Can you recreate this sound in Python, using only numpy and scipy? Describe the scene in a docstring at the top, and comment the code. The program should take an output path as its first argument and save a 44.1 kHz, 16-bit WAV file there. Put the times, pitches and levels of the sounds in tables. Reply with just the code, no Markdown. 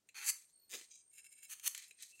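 """A bamboo thicket, where a knife trims a young shoot: tears swell until the sheath gives way,
and the blade creaks, scrapes and clinks around them. Each stroke is a stream of snapping fibres
that rings the shoot. A cut piece drops into dry leaves, which rustle and tick. An insect trills,
briefly with a lower note; a thin whistle and two faint chirps sound. The stems scatter it all
into a short tail over a bed of soft air."""
import sys
import numpy as np
from scipy import signal
from scipy.fft import rfft, irfft
from scipy.io import wavfile
from scipy.ndimage import uniform_filter1d

SR = 44100
rng = np.random.default_rng(int(sys.argv[2]) if len(sys.argv) > 2 else 0)


def pcm_store(signal):
    """Save signal as 16-bit PCM."""
    levels = np.round(np.clip(np.atleast_2d(signal), -1, 1) * 32767)
    wavfile.write(sys.argv[1], SR, levels.astype(np.int16).T)


N = 97020
T = np.arange(N) / SR

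# force of the opening slice and of each tear: time_s, level_db, tilt_db_per_octave
SLICE_FORCE = [(.144, -63, -5), (.158, -55.5, -3), (.18, -47, -3), (.21, -51, -3), (.24, -50, -3),
               (.27, -54, -4.5)]
FIRST_TEAR_FORCE = [(.24, -50.5, 1), (.27, -38, 0), (.283, -31.5, -.5), (.3, -30, 1), (.305, -38, 0.5),
                    (.318, -59.5, 1)]
LAST_TEAR_FORCE = [(1.482, -72, 0.36), (1.504, -47.5, 0.35), (1.535, -42.5, -1.4), (1.548, -62, -2.2),
                   (1.628, -66, -1.7), (1.637, -49.5, -0.13), (1.66, -39, 0.16), (1.671, -31.5, -0.027),
                   (1.674, -31, 1), (1.679, -28, 1), (1.686, -63, -0.44)]
# colour of the tearing sheath: freq_hz, gain_db
SHEATH_EQ = [(100, -73.5), (420, -23.5), (580, -44), (850, -25), (1700, -14), (2100, -7.5), (3600, -11.5),
             (5500, -13), (6200, 0.5), (7600, -1), (9000, -5), (12000, -9), (15500, -13.5)]
# ring of the shoot while whole, split and trimmed: centre_hz, width_hz, boost_db
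WHOLE_RING = [(840, 56, 15), (1290, 520, 5.5), (2400, 470, 7), (4330, 400, 12)]
SPLIT_RING = [(1964, 84, 5.1), (2500, 420, 6), (4540, 230, 13.6), (7900, 120, 4.2), (9700, 65, 5.1)]
TRIMMED_RING = [(400, 350, -3.5), (1750, 84, 5), (3060, 350, 7), (4295, 300, 7.5), (7060, 900, 1),
                (8430, 720, 0.5)]

def tears(rasp_db=1.7):
    """The blade splits the sheath in rasping bunches of fibres until it gives, ringing the shoot."""
    out = 0
    cuts = (SLICE_FORCE, WHOLE_RING), (FIRST_TEAR_FORCE, SPLIT_RING), (LAST_TEAR_FORCE, TRIMMED_RING)
    for force, ring in cuts:
        fibres = snaps(per_s=4500) * unit(undb(rasp_db * wander(per_s=260)))
        out = out + colour(gesture(force, fibres), SHEATH_EQ, ring)
    return out


# blade scrapes: start_s, hold_s, level_db, tilt_db_per_octave
SCRAPE_STROKES = [(1.116, 0.018, -72, 3), (1.138, 0.025, -64.5, 3.5), (1.174, 0.023, -57.5, 0),
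                  (1.251, 0.012, -59.5, 0), (1.316, 0.019, -62, 2), (1.36, 0.065, -67.5, 0),
                  (1.432, 0.021, -56.5, 0), (1.88, 0.016, -61.5, 3)]
# colour of the edge on the husk: freq_hz, gain_db
SCRAPE_EQ = [(90, -47.5), (400, -18.5), (1050, -37), (1700, -18.5), (3300, -17), (5600, -20), (6000, -8),
             (7400, 1), (8200, -11.5), (9500, -7), (15500, -21.5)]
# hollow body of the shoot: centre_hz, width_hz, boost_db
HOLLOW_RING = [(1650, 160, 8), (1990, 160, -16), (2220, 100, 23), (2680, 130, 22), (3990, 70, 19),
               (5200, 90, 19), (6950, 130, 6)]

def scrapes(catch_db=2.65):
    """The edge catches and slips on the husk and rings the hollow shoot."""
    grit = snaps(per_s=2400) * undb(catch_db * wander(per_s=180))
    return colour(strokes(SCRAPE_STROKES, grit, rise_s=.057, t60_s=.075), SCRAPE_EQ, HOLLOW_RING)


# one quiet creak and its jumps: start_s, hold_s, level_db, tilt_db_per_octave
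CREAK_STROKES = [(.912, 0.1, -68, 0.5), (.913, 0.0028, -55.5, 0.5), (.937, 0.0026, -61.5, 0.5),
                 (.954, 0.0016, -56, 4)]
# colour of the creak: freq_hz, gain_db
CREAK_EQ = [(1700, -43), (2300, -20.5), (5600, -9.5), (6000, 6), (7700, 0.5), (10000, -25.5)]
# ring of the pinched husk: centre_hz, width_hz, boost_db
HUSK_RING = [(2380, 240, 25), (3220, 130, 15), (3880, 130, 12), (4860, 100, 15), (6230, 100, 6)]

def creak():
    """The wedged blade sticks and jumps three times in the husk."""
    slips = strokes(CREAK_STROKES, snaps(per_s=2400), rise_s=.044, t60_s=.075)
    return colour(slips, CREAK_EQ, HUSK_RING)


# light touches of the blade: start_s, level_db
BLADE_TOUCHES = [(0.0889, -55), (1.909, -52), (2.195, -55)]
# ring of the blade: centre_hz, width_hz, boost_db
BLADE_RING = [(2400, 380, 25), (4050, 160, 19), (9700, 300, 3)]

def clinks():
    """The blade touches the shoot, cushioned by the husk, and rings briefly, damped by the hand."""
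    contact = snaps(per_s=4500) * sum(undb(db) * fade(T - s, t60_s=.044) for s, db in BLADE_TOUCHES)
    return colour(tilted(contact, db_per_octave=-3.5), SCRAPE_EQ, BLADE_RING)


# single fibres and twigs breaking: start_s, level_db, tilt_db_per_octave
CRACK_HITS = [(0.7389, -42, 2.5), (0.812, -52, -6), (1.434, -59, 12.5), (1.451, -65, 13),
              (1.597, -48, -2.5), (1.748, -36, -3.5), (1.778, -39.5, 2), (1.824, -51, -1), (1.84, -60, 0),
              (2.024, -45.5, 3.5)]

def cracks():
    """Tough fibres and twigs crack in lone sharp bursts that ring the trimmed shoot."""
    envelopes = np.array([undb(db) * fade(T - s, t60_s=.022) for s, db, _ in CRACK_HITS])
    level = envelopes.sum(0)
    tilt = np.array(CRACK_HITS)[:, 2] @ envelopes / (level + 1e-20)
    return colour(tilted(rng.standard_normal(N) * level, tilt), SHEATH_EQ, TRIMMED_RING)


# crunch of the landing: time_s, level_db, tilt_db_per_octave
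LANDING_FORCE = [(.694, -62, 2.5), (.722, -50, 2), (.738, -49, -4.5), (.752, -44.5, -1), (.765, -54, 2),
                 (.8, -58.5, -1)]
# thuds on the soil: start_s, level_db, t60_s
SOIL_THUDS = [(0.739, -54.5, 0.17), (.81, -67, 0.051)]
# colours of leaf litter and soil: freq_hz, gain_db
LITTER_EQ = [(130, -50), (400, -0.5), (600, -12), (1000, -8.5), (2600, 3), (5400, 1), (6200, 5),
             (15500, -9.5)]
SOIL_EQ = [(100, -43), (230, -10), (430, -4.5), (560, -10), (1200, -21)]

def falling_piece():
    """The offcut crushes leaves, thuds on the soil and tumbles."""
    crunch = colour(gesture(LANDING_FORCE, snaps(per_s=1300)), LITTER_EQ)
    thuds = sum(undb(db) * fade(T - s, t60_s) for s, db, t60_s in SOIL_THUDS)
    return crunch + colour(thuds * snaps(per_s=3100), SOIL_EQ)


# leaves disturbed: start_s, hold_s, level_db, tilt_db_per_octave
LEAF_RUSTLES = [(.365, 0.057, -70, 0), (.5, 0.0056, -74, 7), (.76, 0.077, -60, 1.5),
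                (1.76, 0.032, -55, -1.5), (1.824, 0.023, -58, -0.5), (2.007, 0.023, -56.5, -1),
                (2.025, 0.024, -57, 4.5), (2.08, 0.034, -64, 5.5), (2.155, 0.051, -71, 7)]
# colour of dry leaves: freq_hz, gain_db
LEAF_EQ = [(200, -38), (900, -40), (1800, -12.5), (2400, -6.5), (2900, -11.5), (4100, -5.5), (5300, -10),
           (6100, -5.5), (7400, -3), (9000, -10), (11000, -13), (15500, -36.5)]

def leaves(flutter_db=2):
    """Dry leaves crackle as they shift."""
    crackle = snaps(per_s=2600) * undb(flutter_db * wander(per_s=90))
    return colour(strokes(LEAF_RUSTLES, crackle, rise_s=.098, t60_s=.13), LEAF_EQ)


# swell of the trill: time_s, level_db
TRILL_LEVEL = [(0.06, -100), (0.079, -80), (.11, -88), (0.453, -70), (0.504, -85.5), (0.554, -66),
               (0.619, -80), (0.982, -69.5), (1.05, -75), (1.099, -68.5), (1.35, -67), (2.19, -74.5)]

def insect(waver_hz=54, throb_hz=52):
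    """An insect holds a high, wavering trill with an uneven throb."""
    time_s, level_db = np.array(TRILL_LEVEL).T
    pitch_hz = np.linspace(8590, 8610, N) + waver_hz * wander(per_s=490)
    throb = np.abs(1 + .5 * tone(throb_hz * (1 + .35 * wander(per_s=17))))
    return undb(np.interp(T, time_s, level_db)) * unit(throb) * tone(pitch_hz)


# whistle, insect's lower note, two chirps: start_s, length_s, start_hz, end_hz, level_db
FAINT_NOTES = [(.56, .14, 14250, 13800, -77), (.5, .24, 4340, 4320, -79), (2.115, .055, 2630, 2650, -62),
               (2.172, .04, 2680, 2640, -64)]

def faint_notes(waver_hz=70, hoarse_db=3):
    """A thin, very high falling whistle, the insect's note an octave below its trill, two chirps."""
    waver = waver_hz * wander(per_s=500)
    hoarse = unit(undb(hoarse_db * wander(per_s=180)))
    out = 0
    for start_s, length_s, start_hz, end_hz, level_db in FAINT_NOTES:
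        progress = np.clip((T - start_s) / length_s, 0, 1)
        pitch_hz = start_hz + (end_hz - start_hz) * progress + waver
        out = out + undb(level_db) * np.sin(np.pi * progress) * hoarse * tone(pitch_hz)
    return out


# colour of the scatter off the stems: freq_hz, gain_db
THICKET_EQ = [(200, -12.5), (1000, 5.5), (2400, 0), (6500, 3.5), (15000, -0.5)]

def thicket(x, wet_db=-12, predelay_s=.0022):
    """Countless stems throw back a short, bright tail."""
    tail = colour(rng.standard_normal(N), THICKET_EQ) * fade(T - predelay_s, t60_s=.31)
    return undb(wet_db) * signal.fftconvolve(x, tail / np.linalg.norm(tail))[:N]


# colour of the air bed: freq_hz, gain_db
AIR_EQ = [(25, -7), (60, 1.5), (400, 2), (1000, -6), (3300, -8), (7000, -5.5), (16000, -17)]

def air(level_db=-84.5, drift_db=.7):
    """Still forest air: a faint hush whose level drifts."""
    return undb(level_db + drift_db * wander(per_s=8.7)) * colour(rng.standard_normal(N), AIR_EQ)


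def snaps(per_s, spread_db=2.5, smear_db=-5, size=700):
    """Fibres break at random moments with uneven strength, each smeared by hand, blade and ground."""
    clicks = (rng.random(N) < per_s / SR) * undb(spread_db * rng.standard_normal(N))
    clicks *= rng.choice([-1, 1], N)
    smear = rng.standard_normal(size) * fade(T[:size], t60_s=.012)
    smear *= undb(smear_db) / np.linalg.norm(smear)
    smear[0] = 1  # the direct snap
    stream = signal.fftconvolve(clicks, smear)[:N]
    local_power = np.abs(uniform_filter1d(stream ** 2, size // 2))
    return stream / np.sqrt(local_power + 1e-6)


def gesture(force, fibres):
    """Ride the level and brightness of a stream of snaps along one curve of force."""
    time_s, level_db, tilt = np.array(force).T
    envelope = undb(np.interp(T, time_s, level_db)) * (T > time_s[0]) * (T < time_s[-1])
    return tilted(fibres * envelope, np.interp(T, time_s, tilt))


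def strokes(rows, fibres, rise_s, t60_s):
    """Short strokes that climb 60 dB in rise_s, hold and release, each with its own brightness."""
    powers = []
    for start_s, hold_s, level_db, _ in rows:
        attack = fade(np.maximum(start_s - T, 0), rise_s)
        release = fade(np.maximum(T - start_s - hold_s, 0), t60_s)
        powers.append((undb(level_db) * attack * release) ** 2)
    total = sum(powers)
    tilt = np.array(rows)[:, 3] @ np.array(powers) / (total + 1e-20)
    return tilted(fibres * np.sqrt(total), tilt)


def colour(x, eq, resonances=(), size=4096):
    """Causal filter of unit energy from a broad EQ curve and narrow peaks or dips."""
    freq_hz = np.fft.rfftfreq(size, 1 / SR)
    eq_hz, eq_db = np.array(eq, float).T
    gain = undb(np.interp(np.log(freq_hz + 1), np.log(eq_hz), eq_db))
    for centre_hz, width_hz, boost_db in resonances:
        gain *= 1 + (undb(boost_db) - 1) / (1 + (2 * (freq_hz - centre_hz) / width_hz) ** 2)
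    # minimum phase: the ring follows the hit
    cepstrum = irfft(np.log(unit(gain)))
    cepstrum[1:size // 2] *= 2
    cepstrum[size // 2 + 1:] = 0
    return signal.fftconvolve(x, irfft(np.exp(rfft(cepstrum))))[:N]


def tilted(x, db_per_octave, pivot_hz=6000):
    """Brighten or darken by a slope that may move, over two octaves each side of the pivot."""
    octave = np.clip(np.log2((np.fft.rfftfreq(N, 1 / SR) + 1) / pivot_hz), -2, 2)
    spectrum = rfft(x)
    bands = {k: irfft(spectrum * np.maximum(1 - abs(octave - k), 0), N) for k in range(-2, 3)}
    return sum(band * undb(db_per_octave * k) for k, band in bands.items())


def tone(pitch_hz):
    """A sine of rms 1 that follows a pitch."""
    return np.sqrt(2) * np.sin(2 * np.pi * np.cumsum(pitch_hz) / SR)


def wander(per_s):
    """Smooth random drift of rms 1."""
    knots = rng.standard_normal(4096)
    return unit(np.interp(T * per_s, np.arange(len(knots)), knots))


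def fade(t, t60_s):
    """Exponential decay from time zero, silence before it."""
    return (t >= 0) * np.exp(-np.log(1000) * np.maximum(t, 0) / t60_s)


def undb(db):
    """Decibels to gain."""
    return 10 ** (np.asarray(db) / 20)


def unit(x):
    """Scale to rms 1."""
    return x / np.sqrt(np.mean(x ** 2) + 1e-20)


def scene():
    """Knife work, litter, an insect and faint notes in still forest air."""
    bed = air()
    knife = tears() + scrapes() + creak() + clinks()
    litter = leaves() + cracks() + falling_piece()
    direct = knife + litter + insect() + faint_notes()
    return (direct + thicket(direct) + bed)[None]


def record(dry):
    """A steep low-pass cuts the top above 15.8 kHz."""
    return signal.sosfilt(signal.ellip(10, .2, 80, 15800, fs=SR, output="sos"), dry)


dry = scene()
out = record(dry)
pcm_store(out)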